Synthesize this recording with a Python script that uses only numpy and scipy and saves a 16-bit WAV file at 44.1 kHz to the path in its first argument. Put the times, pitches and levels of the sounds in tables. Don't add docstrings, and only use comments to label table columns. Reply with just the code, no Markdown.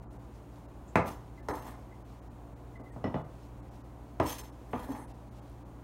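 import sys
import numpy as np
from scipy import signal
from scipy.fft import rfft, irfft, next_fast_len
from scipy.io import wavfile
from scipy.ndimage import uniform_filter1d, map_coordinates

SR = 44100
rng = np.random.default_rng(int(sys.argv[2]) if len(sys.argv) > 2 else 0)


def linear_from_db(decibels):
    return 10 ** (np.asarray(decibels, float) / 20)


def unload_audio(sound):
    columns = np.transpose(np.atleast_2d(sound))
    steps = np.round(np.clip(columns, -1, 1) * 32767)
    wavfile.write(sys.argv[1], SR, steps.astype(np.int16))


N = 257103


def unit(x):
    return x / np.sqrt(np.mean(x ** 2) + 1e-20)


def along(points, hz):
    f, v = np.transpose(points)
    return np.interp(np.log(hz + 1), np.log(f + 1), v)


def filtered(x, response):
    m = next_fast_len(len(x) + 8192)
    spectrum = rfft(x, m) * response(np.fft.rfftfreq(m, 1 / SR))
    return irfft(spectrum, m)[:len(x)]


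def shaped_noise(x, curve):
    return unit(filtered(x, lambda f: linear_from_db(along(curve, f))))


def evened(x, size):
    z = rfft(x)
    usual = np.sqrt(uniform_filter1d(np.abs(z) ** 2, size=size))
    return irfft(z / usual, len(x))


def causal(gain):
    cepstrum = irfft(np.log(gain + 1e-6))
    half = len(cepstrum) // 2
    cepstrum[1:half] *= 2
    cepstrum[half + 1:] = 0
    return np.exp(rfft(cepstrum))


def resonances(modes, f):
    total = 0
    for k, (centre, width, db) in enumerate(modes):
        mode = 1j * f * width / (centre * centre - f * f + 1j * f * width)
        total = total + (-1) ** k * linear_from_db(db) * mode
    return total


def wobble(rate):
    knots = rng.standard_normal(int(N * rate / SR) + 4)
    return map_coordinates(knots, [np.arange(N) * rate / SR])


# (frequency [Hz], time to fall 60 dB [s])
KITCHEN_DECAY = [(100, 0.48), (300, 0.18), (1000, 0.38), (2500, 0.26), (6000, 0.28), (14000, 0.017)]


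def room(x, wet_db):
    hz, t, z = signal.stft(rng.standard_normal(SR // 2), SR, nperseg=256)
    dying = linear_from_db(-60 * t / along(KITCHEN_DECAY, hz)[:, None])
    tail = signal.istft(z * dying, SR, nperseg=256)[1]
    tail = tail * np.clip(np.arange(len(tail)) / SR / 0.00073 - .3, 0, 1)
    tail = evened(np.pad(tail, (300, 0)), size=60)[300:-2000]
    return x + linear_from_db(wet_db) * signal.fftconvolve(x, tail / np.linalg.norm(tail))[:len(x)]


# (frequency [Hz], width [Hz], level [dB])
BOARD_MODES = [(90, 21, 15.5), (132.5, 5.6, 10), (245.5, 8.7, 9), (307, 24.4, 13), (415.4, 7.3, 6),
               (502.7, 9.3, 13), (635, 27, -1), (888, 46, 0), (870, 17, 8.5), (1234, 22, 15),
               (1430, 17, -28), (1610, 97, 11), (2060, 73, 0), (2310, 160, -16), (2600, 220, -9)]


def blow(colour_db, contact_s, wet_db):
    t = np.arange(SR * 2 // 3) / SR
    u = np.abs(t - .002) / contact_s * (t > .002)
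    chatter = evened(rng.standard_normal(len(t)) * u * np.exp(-u), size=100)
    heard = evened(room(chatter, wet_db), size=50)
    heard = heard * np.clip(t / .002, 0, 1) ** 4 * np.clip((.6 - t) / .1, 0, 1)

    def struck(f):
        spread = np.exp(-2j * np.pi * 0.0487 * np.sqrt(f))
        return causal(linear_from_db(colour_db(f))) * spread * (1.12 + 0.48 * resonances(BOARD_MODES, f))

    wave = filtered(heard, struck)
    return wave / np.linalg.norm(wave)


def place(out, s, wave):
    at = round((s - .0025) * SR)
    return out + np.pad(wave, (at, N))[:N]


# (frequency [Hz], level [dB rms])
MOTOR_TONES = [(47, -61.5), (51.6, -65), (59, -52.5), (71.2, -65), (118.1, -54.5), (209.9, -67),
               (283.2, -64), (295.3, -64), (355, -67)]
# (frequency [Hz], level [dB per Hz])
AIR_COLOUR = [(20, -42), (40, -1), (55, -1.5), (90, -2), (160, -3), (250, -4.5), (320, -5.5), (420, -9.5),
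              (750, -9.5), (980, -12), (1300, -19.5), (1700, -25.5), (2600, -31), (6000, -47.5)]


def refrigerator():
    t = np.arange(N) / SR
    hum = np.zeros(N)
    for hz, db in MOTOR_TONES:
        level = np.sqrt(2) * linear_from_db(db + .6 * wobble(2.5))
        hum += level * np.sin(2 * np.pi * (hz * t + rng.random() + .015 * wobble(2)))
    z = signal.stft(rng.standard_normal(N + 512), nperseg=512)[2]
    patches = uniform_filter1d(uniform_filter1d(rng.standard_normal(z.shape), 8, 0), 10, 1)
    air = signal.istft(z * linear_from_db(0.15 * unit(patches)), nperseg=512)[1][:N]
    return hum + linear_from_db(-52.5) * shaped_noise(air, AIR_COLOUR)


# (time [s], peak level [dB], frequency [Hz], width
# [Hz], length [s])
SQUEAK_EVENTS = [(0.13, -59, 8600, 2500, 0.0027), (0.559, -54, 4400, 4000, 0.00046),
                 (.585, -59, 10500, 4000, .001), (.875, -59.5, 7100, 1200, 0.071),
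                 (1.372, -53.5, 2060, 70, 0.048), (1.382, -64, 1770, 60.5, 0.085),
                 (1.91, -56.5, 2060, 100, 0.039), (2.75, -50.5, 2046, 89.5, 0.062),
                 (2.85, -56.5, 2020, 70, 0.057), (2.901, -60, 1870, 80, 0.026),
                 (2.904, -56, 8200, 900, 0.036), (3.427, -68, 5350, 300, 0.013),
                 (3.655, -64, 1980, 80, 0.012), (4.965, -56, 9300, 2520, 0.19),
                 (5.352, -61, 2880, 2370, .006), (5.498, -56, 10100, 6030, .002)]


def squeaks():
    out, t = np.zeros(N), np.arange(SR // 2) / SR
    for s, db, hz, width_hz, length_s in SQUEAK_EVENTS:
        puff = rng.standard_normal(len(t)) * np.sin(np.pi * np.clip(t / length_s, 0, 1) ** 0.4) ** 2
        wave = filtered(puff, lambda f: resonances([(hz, width_hz, 0)], f) ** 2)
        out = place(out, s + .0025, linear_from_db(db) * room(wave / np.abs(wave).max(), wet_db=-9))
    return out


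# (time [s], level [dB])
LEAF_SQUEEZES = [(.15, -75), (.36, -74), (.57, -71.5), (.9, -78), (1.2, -74), (1.39, -75), (1.8, -75),
                 (1.95, -74), (2.1, -71), (2.72, -81), (2.93, -76.5), (3.37, -70), (3.75, -72), (4.09, -76),
                 (4.53, -73), (4.68, -70.5), (5.1, -71), (5.38, -68), (5.52, -74), (5.64, -88)]


def leaves():
    grasp_db_per_s, loosen_db_per_s = 112, 73
    t = np.arange(N) / SR
    crinkle = rng.standard_normal(N) * linear_from_db(0.81 * wobble(210) + 2.5 * wobble(25))
    crinkle = shaped_noise(crinkle, [(800, -23), (2500, 3.0), (6000, -1), (15000, -11.5)])
    squeezes = []
    for s, db in LEAF_SQUEEZES:
        squeezes.append(db - np.maximum(grasp_db_per_s * (s - t), loosen_db_per_s * (t - s)))
    return linear_from_db(np.max(squeezes, axis=0)) * crinkle


# (time [s], peak level [dB], thud [Hz], ring level [dB])
PLATE_NUDGES = [
    (2.797, -37, 298, -37),
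    (2.96, -33, 148, -41),
    (3.041, -19.5, 217, -26.5),
    (3.142, -20.5, 152, -31),
]
# (frequency [Hz], split [Hz], level [dB], time to fall 60 dB [s])
CHINA_MODES = [(1960, 46, -4.5, 0.17), (2935, 32, -11.5, 0.19), (3480, 26, -23, 0.25),
               (4160, 22, -21, 0.12), (5270, 28, -21, 0.17), (5740, 32, -30, 0.17)]
# (frequency [Hz], level [dB per Hz])
FOOT_COLOUR = [(35, -33), (95, -11.5), (130, -5), (420, -8.5), (640, -7), (1200, -17.5), (2000, -31.5),
               (3100, -38), (9000, -69)]


def plate():
    thud_boost_db, softness_dulls = 6.5, 2.1
    out, t = np.zeros(N), np.arange(SR * 2 // 3) / SR - .0028
    for s, db, thud_hz, ring_db in PLATE_NUDGES:
        thud_curve = [(thud_hz / 1.6, 0), (thud_hz, thud_boost_db), (thud_hz * 2.0, 0)]
        dull_curve = [(1600, 0), (3500, softness_dulls * (db + 20))]
        colour_db = lambda f: along(FOOT_COLOUR, f) + along(thud_curve, f) + along(dull_curve, f)
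        ring = np.zeros(len(t))
        for hz, split_hz, level_db, t60 in CHINA_MODES:
            fading = linear_from_db(level_db - 60 * t / t60 + rng.normal(0, 2.5))
            ring += fading * np.sin(2 * np.pi * hz * t) * np.cos(np.pi * split_hz * t)
        thud = linear_from_db(22.0) * blow(colour_db, contact_s=0.0011, wet_db=2.5)
        ringing = linear_from_db(ring_db + 9.5) * room(ring * (t > 0), wet_db=-7.0)
        out = place(out, s, linear_from_db(db) * (thud + ringing))
    return out


# (frequency [Hz], width [Hz], level [dB])
BLADE_MODES = [(3280, 120, -2), (4040, 110, -0.5), (5390, 50, 6.2), (6320, 83, 8.5), (7160, 130, 4),
               (8200, 80, 7.5), (9100, 100, -3), (9750, 60, 4), (11400, 68, 1), (11720, 17, -3),
               (12600, 97, 4), (13650, 29, -6), (14700, 90, -16)]
# (frequency [Hz], level [dB per Hz])
EDGE_COLOUR = [(2470, -16), (4200, -7), (5730, -8.5), (6120, -7.5), (7640, -8.5), (12000, -4),
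               (15800, -4.5)]
# (frequency [Hz], level [dB per Hz])
GRIT_COLOUR = [(1000, -13.5), (1800, -8), (3200, -5), (4500, -11), (7000, -18)]
# (frequency [Hz], level [dB per Hz])
DRAG_COLOUR = [(60, -35), (150, -19), (280, 3), (560, -8), (900, 0.5), (1250, -12), (2000, -14),
               (3000, -38), (5000, -74)]
# (start [s], swell [s], hold [s], edge hiss level [dB], board rumble level [dB])
SCRAPE_STROKES = [
    (1.042, 0.03, 0.0082, -49.5, -41.5),
    (1.478, 0.018, 0.021, -57, -41),
    (1.534, 0.017, 0.059, -58, -47),
    (1.628, 0.026, 0.042, -60.5, -47.5),
    (4.223, 0.067, 0.018, -40.5, -39),
    (4.378, 0.0023, 0.0044, -46.5, -52),
    (4.686, 0.13, 0.033, -57.5, -46.5),
    (4.882, 0.042, 0.025, -56, -39.5),
]


def scrape():
    swell_db, lift_db_per_s = 15.5, 236
    out, t = np.zeros(N), np.arange(N) / SR
    catching = linear_from_db(2.5 * wobble(300) + 1.6 * wobble(60))
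    hiss = filtered(catching * rng.standard_normal(N), lambda f: linear_from_db(along(EDGE_COLOUR, f)))
    ringing = np.zeros(N)
    for hz, width, db in BLADE_MODES:
        grip = linear_from_db(4.5 * wobble(50))
        ringing += grip * linear_from_db(db) * signal.lfilter(*signal.iirpeak(hz, hz / width, SR), hiss)
    steel = unit(unit(hiss) + .95 * unit(ringing))
    coarse = catching ** 0.92 * linear_from_db(2.9 * wobble(45)) * rng.standard_normal(N)
    grit = shaped_noise(coarse, GRIT_COLOUR)
    bumps = rng.standard_normal(N) * linear_from_db(3.5 * wobble(90))
    board = unit(filtered(bumps, lambda f: linear_from_db(along(DRAG_COLOUR, f)) * (1 + .5 * resonances(BOARD_MODES, f))))
    for s, swell, hold, edge_db, board_db in SCRAPE_STROKES:
        speed_db = -swell_db * np.clip(1 - (t - s) / swell, 0, 1)
        speed_db = speed_db - lift_db_per_s * np.maximum(t - s - swell - hold, 0)
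        touch = np.clip((t - s) / .006, 0, 1)
        edge = linear_from_db(speed_db) * (linear_from_db(edge_db) * steel + linear_from_db(edge_db - 2) * grit)
        rumble = linear_from_db(board_db + 0.68 * speed_db) * board
        out += touch * (edge + rumble)
    return room(out, wet_db=-5.0) * linear_from_db(-3.0)


# (time [s], peak level [dB], brightest frequency [Hz])
EDGE_CLICKS = [
    (0.957, -38, 3620),
    (1.486, -46.5, 4160),
    (1.486, -44.5, 5400),
    (4.2, -44, 5270),
]


def clicks():
    out = np.zeros(N)
    for s, db, hz in EDGE_CLICKS:
        colour = [(1500, -30), (0.23 * hz, -8), (hz, 0), (1.15 * hz, -8), (15000, -16)]
        wave = blow(lambda f: along(colour, f), contact_s=0.0003, wet_db=-1.5)
        wave = wave + linear_from_db(7) * filtered(wave, lambda f: resonances(BLADE_MODES[1:], f))
        out = place(out, s, linear_from_db(db + 17.5) * wave)
    return out


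def landing(thud_hz, corner_hz, corner_db):
    thud_db = -0.5 + 0.81 * max(-31.5 - corner_db, 0)
    return [(35, -40), (65, -7), (140, -3), (thud_hz, thud_db), (1.57 * thud_hz, -3), (930, -2.5),
            (1500, 0.37 * corner_db - 4), (corner_hz, corner_db),
            (1.176 * corner_hz, corner_db - 18), (15000, corner_db - 43)]


# (time [s], peak level [dB], rebounds per second = thud [Hz],
# hardness corner [Hz], level at the corner [dB])
BLADE_KNOCKS = [
    (0.956, -11.5, 169.6, 2520, -13.5),
    (1.05, -29.5, 197, 2700, -37),
    (1.485, -24, 453, 2060, -15),
    (4.199, -15.5, 328, 3320, -30.5),
    (4.732, -23, 239, 3400, -29),
    (4.888, -29, 272, 1900, -49),
]


def knocks():
    rebound = 0.38
    out = np.zeros(N)
    for s, db, thud_hz, corner_hz, corner_db in BLADE_KNOCKS:
        colour = landing(thud_hz, corner_hz, corner_db)
        wave = blow(lambda f: along(colour, f), contact_s=0.0014, wet_db=0.0)

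        def bouncing(f):
            return 1 / (1 - rebound / (1 + (f / 1800) ** 2) * np.exp(-2j * np.pi * f / thud_hz))

        out = place(out, s, linear_from_db(db + 22.5) * filtered(wave, bouncing))
    return out


def scene():
    return (refrigerator() + squeaks() + leaves() + plate() + scrape() + clicks() + knocks())[None]


THIN_MOMENTS = [.011, .054, .065, .075, .086, .097, .182, .673, 1.419, 1.526, 1.611, 2.038, 2.209, 2.294,
                2.55, 2.785, 2.827, 2.913, 3.233, 3.617, 3.702, 3.83, 4.427, 4.513, 4.939, 5.067, 5.131,
                5.302, 5.409, 5.643]


def thinned(x, keep_db):
    size = round(SR * 2048 / 48000)
    window = np.sin(np.pi * (np.arange(size) + .5) / size)
    y = np.pad(x, size)
    treble = along([(1400, 0), (3200, .92), (6000, 1)], np.fft.rfftfreq(size, 1 / SR))
    for s in THIN_MOMENTS:
        at = round(s * SR) + size - size // 2
        z = rfft(window * y[at:at + size])
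        weak = np.abs(z) < linear_from_db(keep_db) * uniform_filter1d(np.abs(z), size=25)
        y[at:at + size] -= window ** 2 * irfft(z * weak * treble, size)
    return y[size:-size]


def top_cut(x):
    return signal.sosfilt(signal.butter(12, 16270, fs=SR, output="sos"), x)


# (frequency [Hz], level [dB per Hz])
HISS_COLOUR = [(1760, -67), (3000, 2.5), (4310, 3.5), (4710, -0.5), (7050, 5), (7940, -2.5), (8630, 5.5),
               (10500, -5), (11400, 0.5), (14600, -4.5), (15800, 0.5)]


def record(dry):
    hiss = linear_from_db(-74.5) * shaped_noise(rng.standard_normal(N), HISS_COLOUR)
    mix = thinned(dry[0] + hiss, keep_db=6.3)
    mix = filtered(mix, lambda f: f < 15850)
    return top_cut(mix[None])


dry = scene()
out = record(dry)
unload_audio(out)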